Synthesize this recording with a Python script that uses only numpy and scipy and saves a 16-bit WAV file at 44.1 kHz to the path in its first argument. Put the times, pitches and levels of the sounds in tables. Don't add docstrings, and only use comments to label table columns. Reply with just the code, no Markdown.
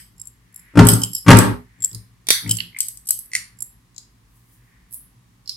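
import sys
import numpy as np
from scipy import signal
from scipy.fft import rfft, irfft, next_fast_len
from scipy.io import wavfile
from scipy.ndimage import map_coordinates

SR = 44100
rng = np.random.default_rng(int(sys.argv[2]) if len(sys.argv) > 2 else 0)


def persist_wave(psi):
    counts = np.round(np.clip(psi, -1, 1) * 32767).astype(np.int16)
    wavfile.write(sys.argv[1], SR, np.atleast_2d(counts).T)


def magnitude_from_level(level_db):
    exponent = np.asarray(level_db, float) / 20
    return 10 ** exponent


N = 245267
LEAD_IN = 4410


def along(points, hz):
    f, v = np.transpose(points)
    return np.interp(np.log(hz + 1), np.log(f + 1), v)


def unit(x):
    return x / np.sqrt(np.mean(x ** 2) + 1e-20)


def filtered(x, response):
    n = x.shape[-1]
    m = next_fast_len(n + 2048)
    return irfft(rfft(x, m) * response(np.fft.rfftfreq(m, 1 / SR)), m)[..., :n]


def resonances(modes):
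    def response(f):
        return sum(magnitude_from_level(db) * (1j * f * w / (c * c - f * f + 1j * f * w)) ** 2 for c, w, db in modes)
    return response


# freq_hz, correlation
LIKENESS = [(50, 1), (250, .85), (600, 0.046), (3000, 0.094)]


def alike(pair, hz):
    turn = np.arccos(np.clip(along(LIKENESS, hz), -1, 1)) / 2
    shared, differing = pair[0] * np.cos(turn), pair[1] * np.sin(turn)
    return np.array([shared + differing, shared - differing])


def rush(response):
    m = next_fast_len(N)
    hz = np.fft.rfftfreq(m, 1 / SR)
    spectra = alike(rfft(rng.standard_normal((2, m))), hz)
    return unit(irfft(spectra * response(hz), m)[:, :N])


def strokes(rows):
    t = np.arange(N) / SR
    loss_db = 21.5
    return sum(magnitude_from_level(db - loss_db * np.where(t < s, (s - t) / rise, (t - s) / fall)) for s, db, rise, fall in rows)


# freq_hz, t60_s
ROOM_DECAY = [(100, 0.24), (1000, 0.47), (2000, 0.28), (4000, 0.32), (8000, 0.21), (12000, 0.34),
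              (14000, 0.17), (16000, 0.24)]


def room(x, wet_db, gap_s, cut):
    hz = np.fft.rfftfreq(256, 1 / SR)[:, None]
    t = np.arange(140) * 128 / SR
    z = rng.standard_normal((2, len(hz), 2 * len(t))).view(complex)
    fall_db = -60 * t / along(ROOM_DECAY, hz) * (1 - cut) - 60 * cut * (t / 0.34) ** 3
    tail = signal.istft(alike(z, hz) * magnitude_from_level(fall_db), SR, nperseg=256)[1]
    tail *= 1 - np.exp(-np.arange(tail.shape[1]) / SR / gap_s)
    return magnitude_from_level(wet_db) * signal.fftconvolve(x[None], tail / np.linalg.norm(tail[0]), axes=1)


def spread(direct, wet, pan_db, lag=0):
    delays = [max(round(lag), 0), max(-round(lag), 0)]
    both = [np.pad(direct, (k, wet.shape[1] - len(direct) - k)) for k in delays]
    return wet + both * magnitude_from_level(np.array([[pan_db / 2], [-pan_db / 2]]))


def add(out, sound, start_s, forerunner_db):
    overlap_s = .0174
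    for k, db in enumerate([0, forerunner_db, 2.6 * forerunner_db]):
        seat = out[:, LEAD_IN + round((start_s - k * overlap_s) * SR):][:, :sound.shape[1]]
        seat += magnitude_from_level(db) * sound[:, :seat.shape[1]]


def ticks(events, modes, edges_hz, lowest_db, crack_db, wet_db, forerunner_db, lag):
    out = np.zeros((2, N + LEAD_IN))
    t = np.arange(SR // 20) / SR
    group = np.searchsorted(edges_hz, [m[0] for m in modes])
    middle_modes = [m for m, k in zip(modes, group) if k == 2]
    crack = (7300, 5600, crack_db)
    for s, db, shaft_db, tip_db, pan_db in events:
        shift_db = np.array([shaft_db + lowest_db, shaft_db, 0, tip_db])[group]
        struck = [(c, w, g + d) for (c, w, g), d in zip(modes, shift_db)] + [crack]
        chatter = rng.standard_normal(len(t)) * magnitude_from_level(-60 * t / 0.014) * (1 - np.exp(-t / 0.00071))
        chatter += 3.8 * (t == 0)
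        ring = filtered(chatter, resonances(struck))
        blow = (t == 0) * np.linalg.norm(chatter)
        even = filtered(blow, resonances([(c, w + 150, g) for c, w, g in struck if c > 900]))
        middle = filtered(chatter, resonances(middle_modes))
        sound = spread(ring, room(even, wet_db, gap_s=0.00067, cut=0.099), pan_db, lag)
        add(out, sound * magnitude_from_level(db) / np.abs(middle).max(), s, forerunner_db)
    return out


# freq_hz, density_db_per_hz
HUSH_SPECTRUM = [(15, -43.5), (25, -21), (53, 5), (84, -19.5), (116, 2.5), (152, -19), (179, -6),
                 (205, -17.5), (235, -14.5), (352, -23), (600, -32.5), (1120, -23.5), (1320, -30),
                 (11000, -37), (15800, -43)]


def hush():
    return magnitude_from_level(-53.5) * rush(lambda hz: magnitude_from_level(along(HUSH_SPECTRUM, hz)))


# peak_s, level_db, rise_s, fall_s
LEAD_STROKES = [(.0, -53, 0.037, 0.076), (.7, -55, 0.3, 0.34), (1.44, -45, 0.11, 0.17),
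                (1.83, -59.5, 0.27, 0.3), (2.45, -61, .12, 0.4), (3.47, -63, .4, .25),
                (4.75, -63.5, 0.29, 0.27)]


def leads():
    at_rest_db = -77
    return magnitude_from_level(0.5) * (strokes(LEAD_STROKES) + magnitude_from_level(at_rest_db)) * rush(resonances([(1897, 710, 0)]))


# peak_s, level_db, rise_s, fall_s
FINGER_STROKES = [
    (4.374, -64.5, 0.14, .07),
    (4.54, -58.5, .18, .08),
    (4.65, -71, 0.09, 0.23),
]


def fingers():
    t = np.arange(N) / SR
    grip = map_coordinates(rng.standard_normal(400), [t * 60])
    return magnitude_from_level(2) * strokes(FINGER_STROKES) * magnitude_from_level(1.5 * grip) * rush(resonances([(11400, 11000, 0)]))


# start_s, level_db, shaft_db, tip_db, pan_db
FLICKS = [
    (4.9267, -27.5, -10, -7, -5.5),
    (4.9366, -21.5, -24, -8, -7.5),
    (4.9432, -20.5, -34.5, -7.5, -8),
]
# freq_hz, width_hz, level_db
NAIL_MODES = [(5630, 1550, -7), (9535, 2100, -3), (10800, 1600, 0), (12400, 580, -1.5), (14800, 1800, 1.5)]


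def fingernail():
    return ticks(FLICKS, NAIL_MODES, [3000, 7000, 13500], lowest_db=0, crack_db=-30.5,
                 wet_db=1.0, forerunner_db=-12.5, lag=12)


# start_s, level_db, shaft_db, tip_db, pan_db
CAP_CONTACTS = [
    (1.9475, -28, -10.5, -2, -10.5),
    (3.9802, -24.5, -14.5, -31.5, 10.5),
    (5.4935, -23, -1, -9.5, -9),
]
# freq_hz, width_hz, level_db
CAP_MODES = [(4300, 340, 4.5), (5040, 770, 11), (6917, 1800, -4), (9236, 1600, 4), (11100, 2400, -6),
             (14500, 1500, -14.5)]


def tip_cap():
    return ticks(CAP_CONTACTS, CAP_MODES, [4700, 6000, 8000], lowest_db=1.5, crack_db=-30,
                 wet_db=-3.5, forerunner_db=-10.5, lag=12)


# start_s, level_db, shaft_db, tip_db, pan_db
HANDLE_CONTACTS = [
    (3.3513, -2, -16.5, -14, -1),
    (3.3626, -12.5, -17.5, -13, -2),
]
# freq_hz, width_hz, level_db
HANDLE_MODES = [(1570, 380, -14), (2070, 390, 8.5), (2540, 230, 3), (4584, 550, -0.5), (5700, 470, 0),
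                (7208, 680, 3), (8900, 930, 3), (10497, 730, 10), (12690, 700, -2)]


def probe_handle():
    return ticks(HANDLE_CONTACTS, HANDLE_MODES, [2400, 3700, 9700], lowest_db=12, crack_db=-31.5,
                 wet_db=-6, forerunner_db=-10.5, lag=-2)


# start_s, level_db, shaft_db, tip_db, pan_db
DETENT_CLICKS = [
    (2.462, -52, 24, -15, -2),
    (2.480, -47, 15.5, -22, 6),
    (2.603, -15.5, -11.5, -7.5, -11.5),
    (2.764, -48.5, 22.5, -11.5, -2),
]
# freq_hz, width_hz, level_db
SPRING_MODES = [(1087, 230, 0.023), (2137, 430, 0.029), (2954, 465, 0.00027), (4180, 1100, 0.004)]


def detent():
    return ticks(DETENT_CLICKS, SPRING_MODES, [1500, 2500, 3600], lowest_db=-18, crack_db=-29.5,
                 wet_db=-5, forerunner_db=-9, lag=-19.5)


# start_s, level_db, shaft_db, tip_db, pan_db
DIAL_SNAPS = [
    (2.304, 8.5, -7, -9, -7.5),
    (2.328, -9, -17.5, -15, -6.5),
]
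# freq_hz, width_hz, level_db
DIAL_MODES = [(553, 2000, 3), (2100, 710, 6.5), (2860, 700, -5), (3740, 720, 4), (4488, 1100, 5),
              (5863, 1600, 2), (7900, 2900, -4), (9600, 2600, 3), (12900, 1200, -3.5)]


def dial():
    return ticks(DIAL_SNAPS, DIAL_MODES, [1500, 2500, 9000], lowest_db=-6.0, crack_db=-10,
                 wet_db=-4.5, forerunner_db=-12, lag=-18.5)


# start_s, level_db, shaft_db, tip_db, pan_db
CROSSED_CONTACTS = [
    (1.8214, -20.5, -19.5, -12.5, 2.5),
    (1.8384, -16, -22.5, -13.5, 12),
    (1.8452, -3, -27, -15.5, 5),
    (1.8574, -15, -48.5, -21, -6),
    (1.9141, -42.5, -1, -7.5, -4.5),
]
# freq_hz, width_hz, level_db
CROSSED_MODES = [(2387, 270, -6), (3434, 790, 5), (5466, 1500, -1), (7646, 410, 4.5), (9800, 1100, -15.5),
                 (11734, 350, 7), (15320, 800, -9.5)]


def crossed_tips():
    return ticks(CROSSED_CONTACTS, CROSSED_MODES, [4500, 6500, 10500], lowest_db=-6, crack_db=-23.5,
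                 wet_db=-11.5, forerunner_db=-14, lag=24)


# start_s, level_db, shaft_db, tip_db, pan_db
RED_CONTACTS = [(.1974, -36, -14, -2.5, -3), (.2144, -25, -23, -6.5, -9), (.2714, -28, -34.5, -3, 13),
                (.2816, -40.5, -39, -11.5, 4.5), (.5595, -32.5, -21.5, 2, 6.5), (.5763, -44, -21, 3.5, 3),
                (.594, -40, -20, 5, -3), (1.1496, -13, -8.5, 3.1, -3), (1.1643, -20, -3.5, -4, 1.5),
                (1.1812, -29.5, -6, 3, 5), (3.6058, -33.5, -21, -2.5, -5.5),
                (3.6221, -20.5, -44, -0.5, -13.5)]
RED_WOOD_CONTACTS = [
    (1.0352, -8.5, -16.5, -3.5, -4.5),
    (1.047, -19, -16, -9, -1),
    (2.509, -21, -9, 2, -1.5),
    (2.5112, -6, -16.5, 1.5, 1),
    (2.519, -16, -13, -1, -1),
    (2.5696, -19, -26, -5, -8.5),
]
# freq_hz, width_hz, level_db
RED_MODES = [(3085, 210, 3), (5210, 300, 10.5), (7550, 560, -3.5), (7523, 190, -0.5), (8300, 530, -5),
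             (10760, 250, 1), (11290, 270, 2.5), (11600, 510, -8.5), (15504, 1100, -15.5)]


def red_probe():
    edges_hz = [4000, 6500, 9700]
    light = ticks(RED_CONTACTS, RED_MODES, edges_hz, lowest_db=-11.0, crack_db=-23.5,
                  wet_db=-9, forerunner_db=-9.5, lag=24)
    on_wood = ticks(RED_WOOD_CONTACTS, RED_MODES, edges_hz, lowest_db=9.5, crack_db=-11.5,
                    wet_db=-10.5, forerunner_db=-9.5, lag=-1.5)
    return light + on_wood


# start_s, level_db, shaft_db, tip_db, pan_db
BLACK_CONTACTS = [(.8694, -4, -15.5, -4.5, -3), (.8867, 8, -8, -1.5, -5.5),
                  (.9352, -3.5, -18.5, -12.5, -3.3), (1.3723, -17, -17.5, -7, -5),
                  (1.3872, 3, -16.5, -10.5, -18.5), (2.805, -3, -14.5, -10, 5.5),
                  (2.8144, -26.5, -13, -8, -4), (2.8294, -22, -17, -11, -0.5),
                  (2.8843, -15.5, -24, 0.5, -3.95), (2.9731, -26, -28, -20.5, 8),
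                  (3.0744, -24, -26, -2.5, 6), (3.0879, -13, -17, 1.5, -5.5), (3.0934, -14, -23, -4, 6.5),
                  (3.1066, -1.56, -19, 1, 2), (3.1184, -29, -19, -1.15, -8.5), (3.1901, -25.5, -36, 8, -7),
                  (3.1964, -33.5, -27, 5.5, -6), (3.2584, -41, -20, 8, -5),
                  (-.025, -17, -7, -5, -2),
]
# freq_hz, width_hz, level_db
BLACK_MODES = [(3150, 380, 5), (5220, 640, 3), (6670, 2200, -15.5), (8110, 320, 5.5), (8620, 3000, -6),
               (11000, 780, 2.3), (11627, 450, 0.5), (13460, 1300, -11.5), (16100, 900, -14.5)]


def black_probe():
    return ticks(BLACK_CONTACTS, BLACK_MODES, [4000, 6000, 9900], lowest_db=-4.5, crack_db=-17,
                 wet_db=-6, forerunner_db=-13, lag=-3.5)


# start_s, level_db, hardness_hz
BLOWS = [(.772, 3.5, 921.5), (.789, 8.5, 1368), (.801, 4.5, 1102), (.84, 2, 311.5), (.921, -2.5, 196),
         (1.112, -45, 257.3), (1.2807, 10, 1247), (1.288, 10, 1431), (1.303, 10, 1820), (1.311, 6.5, 2205),
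         (1.329, -1.5, 2200), (1.34, -1, 600), (1.8, -38, 306), (1.951, -18.5, 90), (2.302, -36, 584),
         (2.459, -17, 313), (2.497, -19.5, 302), (2.532, -24, 206), (3.354, -39.5, 400)]
# freq_hz, level_db, t60_s
TABLE_MODES = [(63.6, -19.5, 1), (110.08, -5.5, 0.75), (114.36, -5.5, 0.31), (171.63, 2, 0.13),
               (187.1, -7, 0.5), (248, -9.5, 0.57), (281, 0.5, 0.1), (378, -18.5, 0.6), (414, -18, 0.6),
               (517, -24.5, 0.078), (640, -26, 0.04), (923.4, -14, 0.36), (983, -26, 0.12),
               (1116, -14, 0.093), (1223.3, -23.5, 0.079)]
# freq_hz, density_db_per_hz
CASE_SPECTRUM = [(250, -8), (450, -8.5), (720, -16.5), (1150, -8), (2200, -13.5), (4000, -19), (11000, -18),
                 (14500, -37.5)]


def knocks():
    out = np.zeros((2, N + LEAD_IN))
    t = np.arange(int(.6 * SR)) / SR
    steepening_db = -60 * (t / 0.2) ** 3
    for s, db, hard_hz in BLOWS:
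        def reach_db(hz):
            return -20 * np.log10(1 + (hz / hard_hz) ** 2)

        def case(hz):
            return magnitude_from_level(along(CASE_SPECTRUM, hz) + .5 * reach_db(hz)) * (hz > 250)

        wood = np.zeros(len(t))
        for hz, mode_db, t60_s in TABLE_MODES:
            level_db = mode_db + rng.normal(0, 2) + reach_db(hz)
            wood += magnitude_from_level(level_db - 60 * t / t60_s + steepening_db) * np.sin(2 * np.pi * hz * t)
        boom = magnitude_from_level(db - 6.5) * wood * (1 - np.exp(-t / 0.0041))
        clatter = unit(filtered(rng.standard_normal(len(t)), case))
        clatter *= (1 - np.exp(-t / 0.0017)) * magnitude_from_level(db - 8.0 - 60 * t / 0.055)
        clatter *= np.clip(hard_hz / 1500, 0, 2)
        wet = room(clatter, wet_db=-4.0, gap_s=0.0031, cut=0.54) + room(boom, wet_db=-14, gap_s=0.044, cut=.9)
        forerunner_db = -1.5 - 14 * hard_hz / 1e3
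        add(out, spread(boom + clatter, wet, pan_db=4), s, forerunner_db)
    return out


def scene():
    background = hush() + leads() + fingers()
    contacts = fingernail() + tip_cap() + probe_handle() + detent() + dial()
    contacts += crossed_tips() + red_probe() + black_probe()
    return background + (contacts + knocks())[:, LEAD_IN:]


def low_pass(x):
    return signal.sosfilt(signal.butter(12, 15960, fs=SR, output="sos"), x)


def record(dry):
    heard = filtered(dry, lambda hz: (1j * hz / (40 + 1j * hz)) ** 2)
    overloaded = heard / (1 + np.abs(heard) ** 20) ** (1 / 20)
    return low_pass(overloaded)


dry = scene()
out = record(dry)
persist_wave(out)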